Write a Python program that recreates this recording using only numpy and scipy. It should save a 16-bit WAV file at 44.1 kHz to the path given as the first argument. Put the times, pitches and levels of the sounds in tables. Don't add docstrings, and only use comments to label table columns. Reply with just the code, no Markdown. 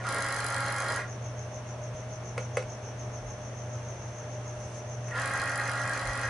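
import sys
import numpy as np
from scipy import signal
from scipy.io import wavfile

SR = 44100
rng = np.random.default_rng(int(sys.argv[2]) if len(sys.argv) > 2 else 0)


def gain_from_decibels(decibels):
    exponent = np.asarray(decibels, float) / 20
    return 10 ** exponent


def persist_wave(psi):
    counts = np.round(np.clip(psi, -1, 1) * 32767).astype(np.int16)
    wavfile.write(sys.argv[1], SR, np.atleast_2d(counts).T)


N = 277389
T = np.arange(N) / SR
SECOND_RUN = T > 3
SCENE_CHANGE_S = 1.949

# [time_s, share_of_full_speed]
SPEED = [(0, .3), (.09, 1.0), (.97, 1.0), (1.12, .2), (5.06, .2), (5.18, 1.0), (6.3, 1.0)]


def rms_one(x):
    return x / np.sqrt(np.mean(x ** 2) + 1e-20)


def in_time(rows):
    s, *columns = np.transpose(rows)
    return [np.interp(T, s, column) for column in columns]


def at_hz(points, hz):
    point_hz, value = np.array(points).T
    return np.interp(np.log(hz), np.log(point_hz), value)


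def drift(rate):
    r = np.exp(-80 * np.pi * rate / SR)
    slow = signal.lfilter([1], [1, -2 * r, r * r], rng.standard_normal(N // 40 + 2002))
    slow = slow[2000:]
    return np.interp(np.arange(N) / 40, np.arange(len(slow)), rms_one(slow))


def resonate(x, hz, width):
    r = np.exp(-np.pi * width / SR)
    b = np.array([1, 0, -1]) * (1 - r * r) / 2
    return signal.lfilter(b, [1, -2 * r * np.cos(2 * np.pi * hz / SR), r * r], x)


def pair(alike):
    mid, side = rng.standard_normal((2, N))
    return np.sqrt((1 + alike) / 2) * mid + np.sqrt((1 - alike) / 2) * side * [[1], [-1]]


def room(x, t60, wet_db):
    t = np.arange(SR // 2) / SR
    mid, side = rng.standard_normal((2, len(t))) * gain_from_decibels(-60 * t / t60) * (t > .004)
    side = signal.sosfilt(signal.butter(1, 2000, "high", fs=SR, output="sos"), side)
    tail = signal.lfilter([.5], [1, -.5], mid + side * [[1], [-1]])
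    tail = tail / np.sqrt(np.sum(tail ** 2) / 2)
    wet = signal.fftconvolve(np.broadcast_to(x, (2, N)), tail, axes=1)[:, :N]
    return x + gain_from_decibels(wet_db) * wet


def load():
    # [full_speed_s, power_off_s, level_db, rise_db_per_s, sag_db_per_s]
    runs = [
        (0.078, 1.006, -32.5, 77, .5),
        (5.16, 6.4, -32, 266, 1.5),
    ]
    coast_db_per_s = 196
    level = 0
    for full, off, db, rise, sag in runs:
        starting = rise * np.maximum(full - T, 0)
        sagging = sag * np.maximum(T - full, 0)
        coasting = coast_db_per_s * np.maximum(T - off, 0)
        level = level + gain_from_decibels(db - starting - sagging - coasting)
    return level


def gear_whine(turns):
    multiples = [11, 21, 22, 27, 29, 30.3, 33, 35, 38, 42, 44, 46, 49, 51, 55, 56, 64.4, 67.4, 73, 75, 77,
                 80.6, 83, 87, 90, 97]
    # [first_run_db, second_run_db]
    whine_db = [(-58, -55.5), (-71, -52), (-50, -53), (-79, -51), (-70, -56), (-71, -53.5), (-46, -48.5),
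                (-59, -55), (-51, -57), (-54, -66), (-42, -43), (-73, -53), (-53, -50.5), (-45, -45.5),
                (-42, -45.5), (-54, -50), (-50, -50), (-55, -49.5), (-73, -50.5), (-52, -54), (-55, -47),
                (-54, -60), (-51.5, -63), (-55, -70), (-58, -74), (-65, -82)]
    out = 0
    for multiple, (first_db, second_db) in zip(multiples, whine_db):
        flutter_db = (0.53 + 0.035 * multiple) * drift(9.8)
        level = gain_from_decibels(np.where(SECOND_RUN, second_db, first_db) + flutter_db)
        wander = rng.random() + 0.0014 * multiple * drift(19.4)
        out = out + level * np.sin(2 * np.pi * (multiple * turns + wander))
    return np.sqrt(2) * out * load() / gain_from_decibels(-32.5)


def housing(turns):
    # [pitch_hz, width_hz, level_db]
    shell_modes = [(567, 220, -9), (758, 48, -4), (1087, 115, -1), (1315, 52, -3), (1400, 50, 2.5),
                   (1491, 58, 0.5), (1609, 71, 5), (1705, 107, 3), (1890, 83, 4.5), (2160, 226, -4),
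                   (2217, 105, -6), (2454, 130, -3), (2500, 510, -9.5)]
    mesh = 1 + 0.87 * np.cos(2 * np.pi * 11 * turns)
    twice_a_turn = 1 + 0.2 * np.cos(4 * np.pi * turns)
    shake = pair(alike=0.98) * mesh * twice_a_turn * gain_from_decibels(1.0 * drift(47) + .5 * drift(12))
    tilt = np.where(SECOND_RUN, 1.2, -4.5)
    out = 0
    for k, (hz, width, db) in enumerate(shell_modes):
        level = gain_from_decibels(db + tilt * np.log2(hz / 1400) + 1.05 * drift(3.5))
        out = out + (-1) ** k * level * resonate(shake, hz, width)
    return gain_from_decibels(-4) * load() * rms_one(out)


def run_up():
    # [start_s, length_s, pitch_hz, level_db]
    notes_sung = [
        (0.049, 0.029, 1277, -37),
        (0.071, 0.048, 1378, -31.5),
        (0.019, 0.063, 754, -45.5),
        (1.04, 0.035, 1415, -54),
        (5.115, 0.013, 1880, -36.5),
        (5.125, 0.069, 1394, -38),
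        (5.151, 0.057, 1720, -37),
    ]
    out = 0
    for s, length, hz, db in notes_sung:
        swell = np.sin(np.pi * np.clip((T - s) / length, 0, 1))
        out = out + gain_from_decibels(db) * swell * np.sqrt(2) * np.sin(2 * np.pi * hz * T)
    return out


def ticks():
    # [first_tick_s, last_tick_s, peak_db, fade_db_per_s]
    tick_runs = [
        (0.066, .07, -39.5, 0),
        (.0841, .965, -32.5, 4),
        (0.987, 0.986, -40, 0),
        (5.152, 5.157, -47.5, 0),
        (5.176, 6.28, -36, 3.3),
    ]
    ticks_per_s, jitter_s, spread_db = 50.2, .0009, 4
    times, peaks = [], []
    for first, last, db, fade in tick_runs:
        since = np.arange(0, last - first, 1 / ticks_per_s)
        times.append(first + since)
        peaks.append(db - fade * since)
    s, peak_db = np.concatenate(times), np.concatenate(peaks)
    late, strong = rng.standard_normal((2, len(s)))
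    return s + jitter_s * late, peak_db + spread_db * np.minimum(strong, 1)


def rattle():
    # [pitch_hz, width_hz]
    rail_modes = [(3230, 200), (4170, 300), (4960, 280), (5900, 600), (7250, 800), (8700, 1000),
                  (10100, 750), (10900, 700)]
    # [sliding_hiss_db, tick_db]
    rail_drive = [(5, 3), (-8, 16.5), (1.5, 13), (-21, 6), (-20, 12.5), (-25, 8), (-7.5, 17.5), (0, 14)]
    s, peak_db = ticks()
    colour = rng.standard_normal((len(s), len(rail_modes)))
    bed = load() * in_time(SPEED)[0] ** 2 * gain_from_decibels(np.where(SECOND_RUN, -10.0, -7.0))
    white, out = pair(alike=0.55), 0
    fall = np.exp(-1 / (0.0011 * SR))
    for k, ((hz, width), (hiss_db, tick_db)) in enumerate(zip(rail_modes, rail_drive)):
        taps = np.zeros(N)
        tap_db = -34 + (peak_db + 34) * min(hz / 9000, 1) + 2.2 * colour[:, k]
        taps[np.round(s * SR).astype(int)] = gain_from_decibels(tap_db)
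        burst = signal.lfilter([1 - fall], [1, -2 * fall, fall * fall], taps + 1e-18)
        drive = white * (gain_from_decibels(hiss_db) * bed + gain_from_decibels(tick_db) * burst)
        out = out + resonate(resonate(drive, hz, width), hz, 1.6 * width) * (-1) ** k
    return out + gain_from_decibels(-6) * bed * resonate(pair(alike=0.45), 6300, 11000)


def clicks():
    # [start_s, peak_db, low_thump_db]
    presses = [
        (2.378, -27.5, -19.5),
        (2.5696, -24, -11.5),
        (2.6248, -40, -40),
        (5.0828, -40, -43),
        (5.109, -41, -46),
        (5.1469, -56, -30),
    ]
    # [pitch_hz, level_db, t60_s]
    button_modes = [(513, 3.5, 0.02), (783, -12.5, 0.025), (1085, -4, 0.012), (1415, -14.5, 0.036),
                    (2040, -5, 0.0086), (2200, -5.5, 0.014), (1280, -13.5, 0.034), (1676, -6.5, 0.013),
                    (2050, -15, 0.025), (2570, -13.5, 0.028), (2810, -15, 0.014), (3480, -23, 0.011),
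                    (4600, -22, 0.015), (10000, -17, 0.006)]
    out = np.zeros(N)
    t = np.arange(SR // 8) / SR
    for s, peak_db, thump_db in presses:
        crack, rub = rng.standard_normal((2, len(t)))
        hit = gain_from_decibels(peak_db - 8.5) * crack * np.exp(-t / 0.0052)
        hit += gain_from_decibels(peak_db - 13) * resonate(rub, 1500, 2200) * np.exp(-t / 0.038)
        for hz, db, t60 in button_modes:
            if hz < 900:
                rise = (1 - np.exp(-t / 0.0034)) ** 3
                mode_db = db + thump_db + 11
            else:
                rise = 1 - np.exp(-t / 0.0023)
                mode_db = db + peak_db + 12.0
            ring = gain_from_decibels(mode_db - 60 * t / t60) * rise
            hit += ring * np.sin(2 * np.pi * (hz * t + rng.random()))
        out[round(s * SR):][:len(t)] += hit
    return out


def crickets():
    # [pitch_hz, width_hz, level_db, lag_chirp_turns, left_minus_right_db]
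    voices = [
        (6322, 380, -2, -0.046, 1),
        (6120, 220, -5, 0.079, 3),
        (5795, 600, -3.5, 0.026, 1.5),
        (5450, 100, -19.5, 0.42, 10),
    ]
    # [time_s, level_db]
    chorus_db = [(0.0, -54), (5.0, -52), (5.25, -53.5), (6.29, -52)]
    # [time_s, swell_db]
    chorus_swell = [(0, 4), (1.5, 5.5), (3.0, 4.5), (4.0, 1.5), (5.0, 5), (6.3, 5)]
    # [chirp_turns, pitch_hz, level_db]
    strokes = [
        (-.24, 6350, -62),
        (-.12, 6450, -51),
        (-.005, 6330, -52),
        (.11, 6050, -57),
        (.225, 5800, -60),
    ]
    # [time_s, late_chirp_turns]
    near_late = [(0, 0), (1.1, 0), (1.9, .05), (1.95, 0), (3.3, 0), (4.34, .11), (4.8, .07), (6.3, .07)]
    chirp_hz = 6.8
    chirp = chirp_hz * T + np.where(T < SCENE_CHANGE_S, .42, .51)
    chorus, near = 0, 0
    for hz, width, db, lag, pan_db in voices:
        phase = chirp - lag + 0.02 * drift(1.9)
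        swell = gain_from_decibels(in_time(chorus_swell)[0] * np.cos(2 * np.pi * phase) + 1.0 * drift(1.4))
        voice = resonate(resonate(pair(alike=0.19) * swell, hz, width), hz, 0.98 * width)
        chorus = chorus + gain_from_decibels(db - 7) * rms_one(voice) * gain_from_decibels([[pan_db / 2], [-pan_db / 2]])
    late = in_time(near_late)[0]
    for turn, hz, db in strokes:
        since = ((chirp - late - turn + .5) % 1 - .5) / chirp_hz
        stroke = gain_from_decibels(db + 3.0 * drift(5)) * np.exp(-(since / .0035) ** 2)
        cycles = hz * T - 9000 * since ** 2 + 1.93 * drift(7.2)
        near = near + stroke * np.sin(2 * np.pi * cycles)
    near = near * gain_from_decibels(4.5) * gain_from_decibels([[1.5], [-1.5]])
    return gain_from_decibels(in_time(chorus_db)[0]) * rms_one(chorus) + room(near, t60=0.24, wet_db=-13)


def mains_hum():
    throb_top_s = np.where(T < SCENE_CHANGE_S, 0.6, 4.4)
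    throb = np.cos(2 * np.pi * 1.507 * (T - throb_top_s))
    level = gain_from_decibels(-40 + 2 * throb + 1.08 * drift(7.9))
    phase = np.where(T < SCENE_CHANGE_S, .26, .66)
    return np.sqrt(2) * level * np.cos(2 * np.pi * (120.03 * T + phase))


def fan():
    # [start_s, above_rest_hz]
    surges = [
        (.9, 11),
        (1.96, 17),
    ]
    rest_hz, settle_s, level_db, starved_db = 606.5, .75, -50, -12
    (first_s, first_hz), (second_s, second_hz) = surges
    before = T < second_s
    since = np.maximum(T - np.where(before, first_s, second_s), 0)
    fan_hz = rest_hz + np.where(before, first_hz, second_hz) * np.exp(-since / settle_s)
    starved = np.clip((first_s - T) / 0.13, 0, 1)
    fan_db = level_db + starved_db * starved + 1.06 * drift(2.6) + 2.06 * drift(15.4)
    note = gain_from_decibels(fan_db) * np.sin(2 * np.pi * np.cumsum(fan_hz) / SR)
    return np.sqrt(2) * note * gain_from_decibels([[.5], [-.5]])


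def rustle():
    end_s, rise_s, fall_s, level_db = 4.78, .22, .025, -54
    t = T - end_s
    swell = np.exp(np.minimum(t / rise_s, -t / fall_s))
    hiss = signal.sosfilt(signal.butter(2, 3500, "high", fs=SR, output="sos"), pair(alike=.6))
    return gain_from_decibels(level_db + .5 * drift(20)) * swell * hiss


def rumble():
    # [time_s, level_db]
    thuds = [
        (1.33, -83),
        (3.28, -51),
        (4.61, -71),
        (5.38, -62),
        (6.09, -45),
        (6.29, -50),
    ]
    thud_s = 0.071
    low = signal.sosfilt(signal.butter(4, [35, 70], "band", fs=SR, output="sos"), pair(alike=.98))
    level = gain_from_decibels(-59.5)
    for s, db in thuds:
        level = level + gain_from_decibels(db) * np.exp(-((T - s) / thud_s) ** 2)
    return level * rms_one(low)


def room_tone():
    # [pitch_hz, level_db_per_hz]
    tone_spectrum = [(25, -16), (55, -23), (105, 5), (135, -12), (170, -4), (290, -12), (480, -7),
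                     (620, -5.5), (1000, -13), (1900, -18.5), (3000, -24.5), (4400, -32.5), (7500, -38),
                     (11000, -35)]
    # [time_s, level_db]
    tone_db = [(0.0, -43), (6.29, -43)]
    # [pitch_hz, share]
    likeness = [(30, 1), (150, 0.99), (500, 0.85), (1500, 0.63), (3000, 0.16), (6000, 0.21), (10000, 0.062)]
    out, edges = 0, 22 * 2 ** np.arange(0, 9.5, 1 / 3)
    white = rng.standard_normal((2, 2, N))
    for k, (low, high) in enumerate(zip(edges, edges[1:])):
        band = signal.butter(2, [low, high], "band", fs=SR, output="sos")
        mid, side = signal.sosfilt(band, white[k % 2])
        hz = np.sqrt(low * high)
        alike = np.clip(at_hz(likeness, hz), 0, 1)
        gain = gain_from_decibels(at_hz(tone_spectrum, hz) + 0.31 * drift(4.4))
        out = out + gain * (np.sqrt(1 + alike) * mid + np.sqrt(1 - alike) * side * [[1], [-1]])
    return gain_from_decibels(in_time(tone_db)[0]) * rms_one(out)


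def scene():
    speed = in_time(SPEED)[0]
    turns = np.cumsum(speed) * 25.07 / SR
    right, left = gain_from_decibels([[-.7], [.7]]), gain_from_decibels([[.6], [-.6]])
    machine = (housing(turns) + run_up()) * right + rattle() * left
    whine = gear_whine(turns) * speed ** 8 * right
    near = room(machine, t60=0.15, wet_db=-7.5)
    near = near + room(whine, t60=0.1, wet_db=-10.5)
    near = near + room(clicks(), t60=0.17, wet_db=-8.5)
    return near + crickets() + mains_hum() + fan() + rustle() + rumble() + room_tone()


def band_limit(x):
    return signal.sosfilt(signal.butter(12, 11740, fs=SR, output="sos"), x)


def record(dry):
    top_cut = signal.ellip(12, .3, 20, 11050, fs=SR, output="sos")
    stop_above = signal.cheby2(8, 50, 12300, fs=SR, output="sos")
    mix = signal.sosfilt(np.vstack([top_cut, stop_above]), dry)
    return band_limit(mix)


dry = scene()
out = record(dry)
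persist_wave(out)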